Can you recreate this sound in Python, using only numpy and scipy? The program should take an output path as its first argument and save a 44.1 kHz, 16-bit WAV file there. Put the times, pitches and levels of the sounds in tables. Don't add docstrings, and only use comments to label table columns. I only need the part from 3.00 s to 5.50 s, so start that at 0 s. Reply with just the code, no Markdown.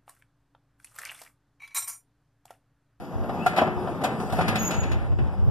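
import sys
import numpy as np
from scipy import signal
from scipy.fft import rfft, irfft, next_fast_len
from scipy.io import wavfile

SR = 44100
rng = np.random.default_rng(int(sys.argv[2]) if len(sys.argv) > 2 else 0)


def voltage_ratio(decibels):
    exponent = np.asarray(decibels, float) / 20
    return 10 ** exponent


def pcm_store(signal):
    levels = np.round(np.clip(np.atleast_2d(signal), -1, 1) * 32767)
    wavfile.write(sys.argv[1], SR, levels.astype(np.int16).T)


N = 110250
SECONDS = np.arange(N) / SR


def in_time(rows):
    s, *columns = np.transpose(rows)
    return [np.interp(SECONDS, s, column) for column in columns]


def at_hz(points, hz):
    point_hz, values = np.transpose(points)
    return np.interp(np.log(hz), np.log(point_hz), values)


def within(rows):
    start, end = rows[0][0], rows[-1][0]
    return np.abs(2 * SECONDS - start - end) < end - start


def rms_one(x):
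    return x / np.sqrt(np.mean(x ** 2) + 1e-20)


def drift(rate_hz):
    r = np.exp(-40 * np.pi * rate_hz / SR)
    white = rng.standard_normal(N // 20 + 4002)
    slow = signal.lfilter([1], [1, -2 * r, r * r], white)[4000:]
    return np.interp(np.arange(N) / 20, np.arange(len(slow)), rms_one(slow - slow.mean()))


def cut(x, hz, kind, order=2):
    return signal.sosfilt(signal.butter(order, hz, kind, fs=SR, output="sos"), x)


def grit(contacts_per_s, spread_db):
    sizes = voltage_ratio(spread_db * np.minimum(rng.exponential(1, N), 4)) * rng.choice([-1, 1], N)
    hits = rng.random(N) < contacts_per_s / SR
    return rms_one(sizes * hits + 1e-9)


def tone(hz, wander_hz, rate_hz):
    return 2 * np.pi * np.cumsum(hz + wander_hz * drift(rate_hz)) / SR


# t/s, level/dB, brightness/dB, scrape/dB
ROLLER_TRAVEL = [(0, -34, 1.5, 17), (.16, -31.5, -9.5, 6.5), (.4, -27, -4, 2), (.53, -29.5, 9.5, 18),
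                 (.7, -29.5, -17, 0.5), (.98, -29.5, -3.5, 6), (1.12, -24.5, -1, 4), (1.2, -28.5, -18, 14),
                 (1.35, -28, 6.5, 17), (1.5, -25.5, 8, 8), (1.65, -26.5, 8.5, 11), (1.8, -28, 7, 5),
                 (2.0, -31.5, 4.5, 6.5), (2.15, -40.5, -1, 9), (2.3, -33.5, -1, 3.5), (2.5, -46.5, -4, 16)]
# f/Hz, level per Hz/dB
SHEET_RADIATION = [(70, -86), (160, 5.5), (420, -6.5), (750, -11.5), (1500, -26.5), (2300, -28),
                   (6000, -53.5), (14500, -59.5)]
# f/Hz, level over the rest/dB, t60/s
MAIN_MODES = [(108.3, 9, 0.6), (170, -2, 0.25), (221.5, 19, 0.27), (276, 7, 0.49), (605, 4.5, 0.24),
              (641, 10, 0.071), (743, 12.5, 0.071), (1154, 3, 0.2), (1338, 8.5, .05), (2051, 11, 0.033),
              (2586, 5, 0.04), (3080, -13, 0.058), (2980, -32, 0.076)]
# f/Hz, spread/rad
MODE_SPREAD = [(500, 0.12), (1100, 0.32), (1700, 1.34), (14000, 3.4)]
ZONE_HZ = (250, 720, 2700, 8000)
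MODE_LOW_HZ, MODE_HIGH_HZ, PATCHES = 70, 14300, 33
RING_S_AT_1K, RING_SLOPE, MODE_SPREAD_DB = 0.064, 0.47, 0.5
BRIGHT_FROM_HZ, SCRAPE_FROM_HZ, PATCH_DB = 1200, 4500, 4.5
ROLL_CLICKS_PER_S, ROLL_ON_MAIN_DB, TOUCHES_PER_S = 4000, -10, 3000


def roller_force():
    push = rng.standard_normal(N) + 0.62 * grit(ROLL_CLICKS_PER_S, 2.74)
    return rms_one(push) * voltage_ratio(3.04 * drift(6.3))


def sheet_modes(count):
    pitches = np.geomspace(MODE_LOW_HZ, MODE_HIGH_HZ, count) * rng.uniform(.99, 1.01, count)
    levels = MODE_SPREAD_DB * rng.standard_normal(count)
    rings = RING_S_AT_1K * (pitches / 1000) ** -RING_SLOPE
    return list(zip(pitches, levels, rings)) + MAIN_MODES


def sheet(count=320):
    level_db, bright_db, scrape_db = in_time(ROLLER_TRAVEL)
    zones = np.geomspace(ZONE_HZ[0], ZONE_HZ[-1], 16)
    shapes = knock_shapes(zones)
    patches = [voltage_ratio(PATCH_DB * drift(5) * (hz > SCRAPE_FROM_HZ))
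               for hz in np.geomspace(MODE_LOW_HZ, MODE_HIGH_HZ, PATCHES)]
    rolls = [roller_force() for _ in range(6)]
    touches = [grit(TOUCHES_PER_S, 3.8) for _ in range(6)]
    turns = rng.standard_normal(count + len(MAIN_MODES))
    rumble, knocks = np.zeros((3, 2, N)), np.zeros((2, N))
    for k, (hz, db, t60) in enumerate(sheet_modes(count)):
        is_main = k >= count
        r, w = voltage_ratio(-60 / (t60 * SR)), 2 * np.pi * hz / SR
        gain = np.sin(w) * np.sqrt(1 - r * r) * voltage_ratio(db) * (-1) ** k
        b, a = [0, gain], [1, -2 * r * np.cos(w), r * r]
        spread = at_hz(MODE_SPREAD, hz) * (not is_main or hz > BRIGHT_FROM_HZ)
        angle = np.pi / 4 + spread * turns[k]
        heard = np.sqrt(2) * np.array([[np.cos(angle)], [np.sin(angle)]])
        roll_gain = voltage_ratio(at_hz(SHEET_RADIATION, hz) + ROLL_ON_MAIN_DB * is_main) * np.sqrt(hz)
        patch = 1 if is_main else patches[k * PATCHES // count]
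        band = int(hz > BRIGHT_FROM_HZ) + int(hz > SCRAPE_FROM_HZ)
        rumble[band] += roll_gain * heard * patch * signal.lfilter(b, a, rolls[k % 6])
        zone = np.argmin(np.abs(np.log(zones / hz)))
        knocks += heard * signal.lfilter(b, a, touches[k % 6] * shapes[zone] + 1e-18)
    scale = voltage_ratio(level_db) / np.std(rumble.sum(axis=0))
    return scale * (rumble[0] + voltage_ratio(bright_db) * rumble[1] + voltage_ratio(scrape_db) * rumble[2]) + knocks


# t/s, peak level/dB, then boom/dB, body/dB, edge/dB relative to the peak
KNOCKS = [(0.236, -55, 17, 27, -7), (0.292, -49, 0, 29.5, -38), (0.4606, -26.5, -25, 9.5, -8),
          (0.5331, -54, 17, 32, -18), (0.5621, -27, -1, 6, -15.5), (0.5736, -27, 1, 3, -14),
          (0.5846, -26, 2, 9, -37), (0.5961, -53, 20, 14, -24), (0.6143, -39.5, 23, 23.5, -27),
          (0.6686, -43.5, 20, 21, -54), (0.774, -68, 5, 32.5, -18), (0.8727, -48, -8, 25.5, -22),
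          (1.0138, -45, 18, 18.5, -6), (1.0362, -29.5, 2, 6.5, -2.5), (1.0442, -33, -20, 10.5, -32),
          (1.1997, -43.5, 21, 18, -5), (1.297, -40, -27, 10.5, -10), (1.323, -38.5, 11, 16, -2),
          (1.385, -36, 17.5, 19.5, -27), (1.408, -28, 2, 5, -18), (1.4802, -24.5, -8.5, -1, -10),
          (1.555, -22.5, 6, -6, -12), (1.706, -27, 3, -2.5, -12.5), (1.736, -36, 15, 6, -12),
          (1.832, -32.5, 3, -13, -20), (1.9145, -31, 9, -5, -16.5), (2.117, -52, 27, 9.5, -30),
          (2.1858, -36.5, 14.5, -0.5, -62)]
ZONE_DB = (-28, -25.5, -23.5, -24.5)
RISE_S, CHATTER_S, CHATTER_FALL_S = .0008, 0.0071, 0.0076
FIRST_TOUCH_DB, TAIL_DB, TAIL_S = -3, -15., .035


def knock_shapes(zones):
    t = np.arange(int(.2 * SR)) / SR
    after = np.maximum(t - CHATTER_S, 0)
    fall = np.exp(-after / CHATTER_FALL_S) + voltage_ratio(TAIL_DB) * np.exp(-after / TAIL_S)
    first_touch = 1 + voltage_ratio(FIRST_TOUCH_DB) * np.exp(-t / 0.0023)
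    shape = np.minimum(t / RISE_S, 1) * first_touch * fall
    out = np.zeros((len(zones), N + SR))
    for s, db, boom, body, edge in KNOCKS:
        corner_db = db + np.array([boom, body, 0, edge]) + ZONE_DB
        colour = np.transpose([ZONE_HZ, corner_db])
        start = int(s * SR)
        out[:, start:start + len(t)] += voltage_ratio(at_hz(colour, zones))[:, None] * shape
    return out[:, :N]


# t/s, f/Hz, level/dB, t60/s
PANEL_RINGS = [(.36, 175, -27, 0.96), (.4625, 725, -11, 0.045), (.464, 1372, -18.5, .05),
               (.577, 641.3, -16.5, 0.14), (.581, 756.5, -16, 0.087), (0.601, 205.2, -26, 0.62),
               (.612, 640, -26, 0.28), (.875, 693, -31, 0.21), (1.037, 740, -20, 0.071),
               (1.044, 746, -25, 0.054), (1.009, 257, -28.5, 0.6), (1.37, 171.6, -17.5, 0.48),
               (1.471, 105.8, -18.5, 0.71), (1.54, 213.6, -22, 0.49), (1.63, 177.5, -22, 0.54),
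               (2.361, 199.6, -28, 0.62)]


def panels():
    out = np.zeros(N)
    for s, hz, db, t60 in PANEL_RINGS:
        t = np.maximum(SECONDS - s, 0)
        swell = 1 - np.exp(-t * hz / 2.2)
        out += voltage_ratio(db - 60 * t / t60) * swell * np.sin(2 * np.pi * hz * t)
    return out


# t/s, level/dB, share on the lower mode
HINGE_SQUEAL = [(1.578, -62, 0.), (1.592, -36, 0.), (1.600, -38, .03), (1.608, -39, .93), (1.634, -38, .93),
                (1.645, -42, .4), (1.70, -43, .1), (1.73, -52, .2), (1.77, -48, .05), (1.85, -56, .1),
                (1.95, -68, .1)]
SQUEAL_HZ, SQUEAL_WANDER_HZ, SQUEAL_FLUTTER_DB, SQUEAL_DB = (6760, 6530), 18, 2.5, 0.7
ROUGH_FROM_S, ROUGH_HZ, SETTLES_S = 1.64, 75, 1.72
OCTAVE_DB, OCTAVE_FADES, SIDE_TONE_HZ, SIDE_TONE_DB = -1.5, 1.86, 7250, -15
PORT_TURN_RAD = 1.9


def squeal():
    db, share = in_time(HINGE_SQUEAL)
    share, out = np.clip(share, 0, 1), 0
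    rough = np.clip((SECONDS - ROUGH_FROM_S) / .02, 0, 1)
    settling = np.exp(-np.maximum(SECONDS - SETTLES_S, 0) / 0.14)
    octave = voltage_ratio(OCTAVE_DB + (OCTAVE_FADES - 1) * (db - db.max()))
    for hz, part in zip(SQUEAL_HZ, (1 - share, share)):
        shaken_hz = hz + rough * settling * ROUGH_HZ * drift(150)
        phase = tone(shaken_hz, SQUEAL_WANDER_HZ, 25) + np.array([[0], [PORT_TURN_RAD]])
        voice = np.sqrt(2 * part) * np.sin(phase) + part ** 0.17 * octave * np.sin(2 * phase)
        out = out + voltage_ratio(SQUEAL_FLUTTER_DB * (1 + rough) * drift(70)) * voice
    out = out + rough * voltage_ratio(SIDE_TONE_DB + 2.3 * drift(32)) * np.sin(tone(SIDE_TONE_HZ, 77, 57))
    return voltage_ratio(db + SQUEAL_DB) * out * within(HINGE_SQUEAL)


# t/s, f/Hz, level/dB
ARM_CREAK = [
    (.375, 2380, -60),
    (.40, 2520, -46),
    (.43, 2680, -46),
    (.455, 2780, -50),
    (.465, 2800, -62),
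]
CREAK_UPPER, CREAK_WANDER_HZ = 1.09, 25


def creak():
    hz, db = in_time(ARM_CREAK)
    upper = np.clip((SECONDS - .405) / 0.07, 0, 1)
    lines = np.sin(tone(hz, CREAK_WANDER_HZ, 70))
    lines = lines + 0.63 * upper * np.sin(tone(CREAK_UPPER * hz, CREAK_WANDER_HZ, 51))
    return voltage_ratio(db + 1.6 * drift(60)) * lines * within(ARM_CREAK)


# f/Hz, level/dB
WHINE = [(11060, -76), (11350, -81), (11660, -75), (11935, -77), (12250, -82), (12560, -80)]
# t/s, level/dB
HUM = [
    (0, -47),
    (.5, -45),
    (.62, -32.5),
    (.85, -33.5),
    (.95, -45),
    (1.6, -49),
    (2.5, -47.5),
]
WHINE_STOP_S, WHINE_WANDER_HZ, WHINE_FLUTTER_HZ, HUM_HZ = 1.3, 24.5, 45, 363


def drive():
    whine = np.zeros(N)
    for hz, db in WHINE:
        phase = tone(hz + WHINE_FLUTTER_HZ * drift(39), WHINE_WANDER_HZ, 3.43)
        whine += voltage_ratio(db + 1.4 * drift(28)) * np.sin(phase)
    running = np.clip((WHINE_STOP_S - SECONDS) / 0.22, 0, 1)
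    hum = voltage_ratio(in_time(HUM)[0] + 0.27 * drift(9.6)) * np.sin(tone(HUM_HZ, 3.07, 5.8))
    return running * whine + hum


ROOM_DB, ROOM_T60_S, ROOM_FROM_HZ, ROOM_CUT_HZ = -2, 0.62, 1200, 2400
EARLY_T60_S, EARLY_DB = 0.13, 6


def yard(x):
    t = np.arange(int(.6 * SR)) / SR
    late = cut(rng.standard_normal((2, len(t))), ROOM_CUT_HZ, "low")
    late = late * voltage_ratio(-60 * t / ROOM_T60_S) * np.minimum(t / 0.02, 1)
    early = voltage_ratio(EARLY_DB - 60 * t / EARLY_T60_S) * rng.standard_normal(late.shape)
    tail = cut(late + early, ROOM_FROM_HZ, "high")
    tail = tail / np.sqrt(np.sum(tail ** 2) / 2)
    return voltage_ratio(ROOM_DB) * signal.fftconvolve(x[::-1], tail, axes=1)[:, :N]


# f/Hz, level/dB
LEAN = [(100, 0.7), (900, 2.5), (2500, 3.5), (7000, 3.5), (14000, 6)]
PORT_LAG_S = .00002


def lean(hz):
    half = voltage_ratio(at_hz(LEAN, hz) / 2) * np.exp(1j * np.pi * hz * PORT_LAG_S)
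    return np.array([half, 1 / half])


def ports(x, lag_s, own, other):
    size = next_fast_len(N + 2000)
    hz = np.arange(size // 2 + 1) * SR / size + 1
    spectra = rfft(x, size)
    crossing = other / (1 + (hz / 6500) ** 2) * np.exp(-2j * np.pi * hz * lag_s)
    return irfft(own(hz) * spectra + crossing * spectra[::-1], size)[:, :N]


# t/s, level/dB
WIND = [(0, -49), (.12, -56), (.2, -36.5), (.33, -44.5), (.45, -48), (.62, -53), (.72, -44), (.9, -43.5),
        (1.1, -59), (1.36, -30), (1.5, -41), (1.75, -42), (1.95, -32.5), (2.05, -34.5), (2.2, -27),
        (2.35, -42), (2.5, -27)]
WIND_DB, WIND_LOW_HZ, WIND_HIGH_HZ, LUMP_DB = 8, 42, 113.5, 3
WIND_SKIRT_DB, WIND_SKIRT_HZ = -22, 305


def wind():
    white = rng.standard_normal((2, N + 4000))
    low = cut(white, WIND_HIGH_HZ, "low", order=4)
    low = low + voltage_ratio(WIND_SKIRT_DB) * cut(white, WIND_SKIRT_HZ, "low")
    low = cut(low, WIND_LOW_HZ, "high", order=3)[:, 4000:]
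    gusts = voltage_ratio(in_time(WIND)[0] + WIND_DB + LUMP_DB * drift(8.6))
    return voltage_ratio([[1.5], [-1.5]]) * rms_one(low) * gusts


def street_hiss():
    return voltage_ratio(-79) * rms_one(cut(rng.standard_normal((2, N)), 3000, "high"))


def scene():
    gate = cut(sheet(), 75, "high", order=3) + panels() + squeal() + creak() + drive()
    return ports(gate + yard(gate) + street_hiss(), 0, lean, 0) + wind()


def low_pass(x):
    return signal.sosfilt(signal.butter(12, 14590, fs=SR, output="sos"), x)


CROSS_SHARE, CROSS_LAG_S = .76, 1 / 2110
LOW_CUT_HZ, TOP_CUT_HZ = 45, 13600


def record(dry):
    wide = ports(dry, CROSS_LAG_S, np.ones_like, -CROSS_SHARE)
    wide = cut(wide, LOW_CUT_HZ, "high", order=1)
    mix = cut(wide, TOP_CUT_HZ, "low", order=10)
    return low_pass(mix)


dry = scene()
out = record(dry)
pcm_store(out)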